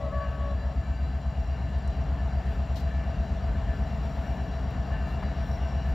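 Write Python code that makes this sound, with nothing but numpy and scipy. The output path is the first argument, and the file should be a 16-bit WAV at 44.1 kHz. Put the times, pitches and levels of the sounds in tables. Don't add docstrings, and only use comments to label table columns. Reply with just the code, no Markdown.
import sys
import numpy as np
from scipy import signal
from scipy.fft import rfft, irfft, next_fast_len
from scipy.io import wavfile
from scipy.ndimage import uniform_filter1d

SR = 44100
rng = np.random.default_rng(int(sys.argv[2]) if len(sys.argv) > 2 else 0)


def gain_from_decibels(decibels):
    exponent = np.asarray(decibels, float) / 20
    return 10 ** exponent


def store_wav(level_fs):
    pcm = np.round(np.clip(np.atleast_2d(level_fs), -1, 1) * 32767)
    wavfile.write(sys.argv[1], SR, pcm.T.astype(np.int16))


N = 261954
TIME = np.arange(N) / SR


def evened(x):
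    return x / np.sqrt(np.mean(abs(x) ** 2) + 1e-20)


def read(points, hz):
    f, value = np.transpose(points)
    return np.interp(np.log(hz + 1), np.log(f + 1), value)


def curve(rows, column, t=TIME):
    rows = np.array(rows)
    return np.interp(t, rows[:, 0], rows[:, column])


def hump(middle_s, length_s):
    return np.exp(-(2 * (TIME - middle_s) / length_s) ** 2)


def drift(top_hz, count):
    t = np.arange(N * 100 // SR + 2) / 100
    hz = np.geomspace(top_hz / 20, top_hz, 16)[:, None]
    waves = np.sin(2 * np.pi * (hz * t + rng.random((count, 16, 1)))) / np.sqrt(hz)
    return [np.interp(TIME, t, evened(w.sum(0))) for w in waves]


def narrow(hz, width_hz):
    pole = np.exp(-np.pi * width_hz / SR)
    z = rng.standard_normal(N) + 1j * rng.standard_normal(N)
    z = signal.lfilter([1], np.poly([pole, pole]), z)
    return evened((z * np.exp(2j * np.pi * hz * TIME)).real)


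def colour(x, gain):
    pad = 8000
    wide = np.pad(x, ((0, 0), (pad, pad)), "reflect", reflect_type="odd")
    size = next_fast_len(wide.shape[1])
    shaped = rfft(wide, size) * gain(np.fft.rfftfreq(size, 1 / SR))
    return irfft(shaped, size)[:, pad:pad + N]


def burst(start_s, length_s, db, pan_db, spectrum):
    count = 4410
    t = np.arange(count) / SR
    shape = np.minimum(t / min(.15 * length_s, .002), 1) * np.exp(-(t / length_s) ** 3)
    shape *= gain_from_decibels(1.6 * evened(uniform_filter1d(rng.standard_normal(count), 200)))
    gain = gain_from_decibels(read(spectrum, np.fft.rfftfreq(count, 1 / SR)))
    air = evened(irfft(rfft(rng.standard_normal(count)) * gain))
    out = np.zeros((2, N))
    out[:, round(start_s * SR):][:, :count] = air * shape * gain_from_decibels(db + np.array([[.5], [-.5]]) * pan_db)
    return out


# (frequency [Hz], correlation [-1 to 1])
LIKENESS = [(60, 1), (300, 0.99), (3000, 0.97), (6000, 0.97), (8000, 0.37), (10800, .3), (11400, 0.87),
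            (22000, 1)]


def noise(spectrum, patchy_db):
    frames, hz = N // 256 + 5, np.fft.rfftfreq(1024, 1 / SR)
    a, b, c, d, patches = rng.standard_normal((frames, 513, 5)).T
    patches = evened(uniform_filter1d(uniform_filter1d(patches, 12, 0), 14, 1))
    same = np.clip(read(LIKENESS, hz), -1, 1)[:, None]
    left = a + 1j * b
    right = same * left + np.sqrt(1 - same ** 2) * (c + 1j * d)
    z = np.array([left, right])
    z *= gain_from_decibels(read(spectrum, hz)[:, None] + patchy_db * patches)
    return evened(signal.istft(z, nperseg=1024, noverlap=768)[1][:, :N])


# (time [s], gain [dB])
NEARING = [(0, -1.5), (1.2, -2), (2.4, 0.5), (3.6, 1), (5.94, 1.5)]


def nearing_db(t=TIME):
    return curve(NEARING, 1, t)


def exhaust(firings, stack, cycle_hz, count, waver_db):
    ms, db = np.transpose(firings)
    order = np.arange(3, count)
    hz = order * cycle_hz
    beat = (gain_from_decibels(db)[:, None] * np.exp(-2j * np.pi * hz * ms[:, None] / 1000)).sum(0)
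    pipe = sum((-1) ** k * gain_from_decibels(g) / (1 + 2j * (hz - f) / w) for k, (f, w, g) in enumerate(stack))
    radiate = (1j * hz / 60 / (1 + 1j * hz / 60)) ** 3 / (1 + 1j * hz / 300) ** 2
    t = TIME[::10]
    air = [gain_from_decibels(waver_db * w[::10]) for w in drift(1.433, count=12)]
    parts = np.zeros((3, len(t)))
    for k, f, c in zip(order, hz, beat * pipe * radiate):
        part = np.searchsorted([100, 400], f)
        parts[part] += abs(c) * np.cos(2 * np.pi * f * t + np.angle(c)) * air[k % 12]
    return signal.resample_poly(parts, 10, 1, axis=1, padtype="line")[:, :N]


# (time after the cycle starts [ms], relative strength [dB])
LEAD_FIRINGS = [(2.05, -1.9), (10.62, -20.0), (18.05, 2.9), (28.67, -14.6), (33.26, 0.4), (42.86, -0.6),
                (48.32, 2.7), (57.28, -4.6), (61.77, -2.4), (72.56, -4.7), (81.49, -2.5), (87.64, -6.0),
                (95.4, 2.9), (102.08, 0.8), (109.02, -6.5), (117.13, -5.6)]
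TRAIL_FIRINGS = [(2.32, -12.3), (13.13, -11.7), (19.72, -5.3), (29.8, -1.7), (38.89, -5.2), (52.89, -5.9),
                 (63.69, -7.8), (72.9, -4.1), (78.73, -11.0), (92.99, -0.0), (106.45, -10.4), (112.99, 0.6),
                 (126.4, -4.6), (132.97, -2.0), (140.86, -2.7), (148.09, -0.3)]
# (frequency [Hz], width [Hz], gain [dB])
LEAD_STACK = [(66.7, 7.2, -31.4), (121.0, 15.0, -47.5), (170.0, 39.7, -54.5), (287.2, 12.0, -71.3),
              (467.8, 125.7, -69.5), (670.6, 12.0, -38.1), (674.9, 47.6, -44.3)]
TRAIL_STACK = [(50.7, 6.0, -31.4), (76.9, 76.1, -55.7), (144.7, 26.9, -58.7), (198.9, 115.8, -63.0)]
# (time [s], lead gain [dB], trailing gain [dB])
THROB = [(0, -2, -11), (.6, 1.5, 1), (1.5, 1.5, -2), (2.9, 2.3, -2), (3.6, -1.5, 7), (4.2, -2, -1.5),
         (5.1, -0.5, -2), (5.94, 2, -2.5)]


def engines():
    lead = exhaust(LEAD_FIRINGS, LEAD_STACK, cycle_hz=8.2348, count=110, waver_db=.5)
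    trail = exhaust(TRAIL_FIRINGS, TRAIL_STACK, cycle_hz=6.2186, count=45, waver_db=.5)
    growl_share, overtone_share = 0.88, 1.5
    near_db = nearing_db()
    throb = lead[0] * gain_from_decibels(curve(THROB, 1)) + trail[0] * gain_from_decibels(curve(THROB, 2))
    growl = (lead[1] + trail[1]) * gain_from_decibels(growl_share * near_db)
    overtones = lead[2] * gain_from_decibels(overtone_share * near_db)
    return throb + growl + overtones


# (frequency [Hz], relative density [dB per Hz])
ROAR = [(15, -44.5), (25, -17.5), (49, -6.5), (77, -10.5), (270, -21.5), (350, -32.5), (519, -29.5),
        (667, -23.5), (815, -26.5), (1450, -34.5), (1770, -34.5), (2520, -42.5), (2780, -39.5),
        (3080, -43.5), (7220, -59), (10000, -75.5), (13000, -109), (22000, -120)]


def roar():
    return noise(ROAR, patchy_db=1.07) * gain_from_decibels(-37.5 + nearing_db())


BELL_HZ = [1540, 1557, 1739, 1815, 2336, 2744, 2864, 4150]
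# (relative level [dB], fall by 60 dB [s])
BELL_RING = [(-4, 4), (-9, 1.7), (0, 4.3), (-10, 5.2), (-11, 3.3), (-11, 15), (-7, 3.8), (-17, 7.2)]
FORCE_DB = [-56, -53.5, -54, -55.5, -56.5, -54, -57.5, -55.5, -52, -55.5]


def bell():
    first_stroke_s, stroke_gap_s = -.553, .6825
    bright_db = -3
    rise_s = 0.0093
    out = np.zeros(N)
    strokes = first_stroke_s + stroke_gap_s * np.arange(len(FORCE_DB))
    blows_db = FORCE_DB + nearing_db(strokes)
    for hz, (db, t60), flutter in zip(BELL_HZ, BELL_RING, drift(10, count=len(BELL_RING))):
        mode_db = db + bright_db * np.log2(hz / 1740)
        power = np.zeros(N)
        for stroke_s, blow_db in zip(strokes, blows_db):
            t = np.maximum(TIME - stroke_s, 0)
            rise = 1 - np.exp(-t / rise_s)
            power += (rise * gain_from_decibels(blow_db + mode_db - 60 * t / t60)) ** 2
        direct = np.sqrt(2) * np.sin(2 * np.pi * (hz * TIME + rng.random()))
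        blurred = evened(.7 * direct + narrow(hz, 24))
        out += np.sqrt(power) * blurred * gain_from_decibels(1.5 * flutter)
    return out


# (frequency [Hz], level at the start [dB], fall by 60 dB [s])
HORN_TAIL = [(474, -55.5, 3.3), (538, -57.5, 3.4), (574, -53.5, 5), (638, -39.5, 0.97), (796, -58, 1.6),
             (994, -60, 1.2), (1065, -56, 2.9), (1283, -55.5, 5.1), (1970, -56.5, 1.4)]
# (frequency [Hz], relative level [dB])
HORN = [(575, 0.5), (639, 0), (1131, -5.5), (1703, -17)]
# (start [s], end [s], level [dB], brightness [dB per octave above the lowest partial], pitch shift [%])
WALLS = [(-.3, .088, -40, -3, .1), (.11, .283, -42, 4, 0.1), (.29, .545, -46.5, 2.5, -.5),
         (.6, .75, -53.5, 2, -1.4)]


def horn_echo():
    rise_s, fall_s = 0.024, 0.027
    sag_percent, sag_s = 1.97, .04
    waver_db = 2.5
    out = sum(narrow(hz, 27) * gain_from_decibels(db - 60 * TIME / t60) for hz, db, t60 in HORN_TAIL)
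    for start, end, wall_db, bright_db, shift in WALLS:
        rise = np.clip((TIME - start) / rise_s, 0, 1)
        gate = rise / (1 + np.exp(np.clip((TIME - end) / fall_s * 4, -40, 40)))
        sag = sag_percent * np.exp(np.minimum(TIME - end, 0) / sag_s)
        bend = 1 + (shift - sag) / 100
        for (hz, db), waver in zip(HORN, drift(25, count=len(HORN))):
            tone = np.sqrt(2) * np.sin(2 * np.pi * (hz * np.cumsum(bend) / SR + rng.random()))
            tilt_db = bright_db * np.log2(hz / HORN[0][0])
            out += tone * gate * gain_from_decibels(wall_db + db + tilt_db + waver_db * waver)
    return out


TONE_HZ = [395, 436, 3945, 3996, 4615, 4673]
# (pole width [Hz], level at 1.5 s [dB], growth [dB per s])
TONES = [(5, -63, 0.4), (6, -62.5, -0.42), (30, -78, 2), (16.3, -68.5, -0.3), (30, -74, 0.13),
         (22, -72, 0.42)]


def blurred_tones():
    return sum(narrow(hz, width) * gain_from_decibels(db + grow_db * (TIME - 1.5))
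               for hz, (width, db, grow_db) in zip(TONE_HZ, TONES))


# (time [s], nominal level [dB], centre [Hz], left minus right [dB])
TICKS = [(1.785, -64, 7600, 13), (1.877, -57, 6500, 11), (1.968, -66, 13000, -3.5), (2.459, -65, 7900, 11),
         (4.7072, -61.5, 12500, 7.5), (5.087, -69, 8700, 4), (5.744, -67, 8200, 5)]


def ticks():
    edge = 2 ** (0.89 / 2)
    out = np.zeros((2, N))
    for start_s, db, hz, pan_db in TICKS:
        band = [(hz / edge ** 2, -40), (hz / edge, 0), (hz * edge, 0), (hz * edge ** 2, -40)]
        out += burst(start_s, .003, db, pan_db, band)
    return out


# (nominal level [dB], left minus right [dB])
SPIT = (-53, 11.5)
# (frequency [Hz], relative density [dB per Hz])
SPIT_COLOUR = [(1500, -4), (2800, 1), (4300, 3.5), (6500, -5), (10500, -17), (11800, -8), (13000, -10),
               (15500, -18)]


def spit_of_air():
    return burst(2.756, .06, *SPIT, SPIT_COLOUR)


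# (nominal level [dB], left minus right [dB])
KNOCK = (-40, 3)
# (frequency [Hz], relative density [dB per Hz])
KNOCK_COLOUR = [(500, -25), (900, 0), (1300, -2), (2400, -17), (4500, -27), (7000, -50)]


def knock():
    return burst(5.226, .014, *KNOCK, KNOCK_COLOUR)


# (frequency [Hz], pole width [Hz])
INSECTS = [(5586, 150), (7200, 250)]
# (level at the start [dB], growth [dB per s], waver [dB])
CHORUS = [(-74.5, 1.1, -2), (-74.5, .2, -0.8)]


def insects():
    low, high = (narrow(hz, width) * gain_from_decibels(db + grow_db * TIME + waver_db * waver)
                 for (hz, width), (db, grow_db, waver_db), waver in zip(INSECTS, CHORUS, drift(8.7, count=2)))
    return low * gain_from_decibels(5.5 * hump(5.5, .5)) + high


# (frequency [Hz], relative density [dB per Hz])
HISS = [(5000, -28), (7000, -6.5), (8500, -8), (10500, -10.5), (11300, -9), (12000, -22), (15700, -25.5)]
# (frequency [Hz], relative density [dB per Hz])
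TREBLE = [(10500, -42), (11200, -26), (11500, 3), (13000, 3), (14500, 1.5), (16000, -2)]
# (middle [s], length [s], gain [dB])
FLICKERS = [(2.52, .1, 6), (3.77, .12, 2), (4.214, 0.62, 5), (5.104, .1, 7), (5.502, 0.2, 7.5),
            (5.89, .06, 7.5)]


def hiss_and_treble():
    near_db = nearing_db()
    flicker_db = sum(db * hump(middle_s, length_s) for middle_s, length_s, db in FLICKERS)
    hiss = noise(HISS, patchy_db=0.7) * gain_from_decibels(-79.5 + 0.52 * near_db + 0.69 * flicker_db)
    treble = noise(TREBLE, patchy_db=-2.0) * gain_from_decibels(-80 + .5 * near_db + flicker_db)
    return hiss + treble


# (frequency [Hz], left minus right [dB])
LEFTWARD = [(60, 1.27), (150, 2.5), (380, 5), (950, 4.5), (2400, 3), (6000, 4.5), (10500, -0.5), (11400, 3),
            (22000, -3)]


def scene():
    field = engines() + roar() + bell() + horn_echo() + blurred_tones() + insects() + hiss_and_treble()
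    leaning = colour(field, lambda hz: gain_from_decibels(read(LEFTWARD, hz) * np.array([[.5], [-.5]])))
    return leaning + ticks() + spit_of_air() + knock()


def band_limit(x):
    return signal.sosfilt(signal.butter(12, 15690, fs=SR, output="sos"), x)


def record(dry):
    cut = colour(dry, lambda hz: 1 / np.sqrt(1 + (41 / (hz + 1)) ** 16))
    side = colour((cut - cut[::-1]) / 2, lambda hz: 1 / (1 + (hz / 12200) ** 30))
    mix = cut.mean(0) + side
    return band_limit(mix)


dry = scene()
out = record(dry)
store_wav(out)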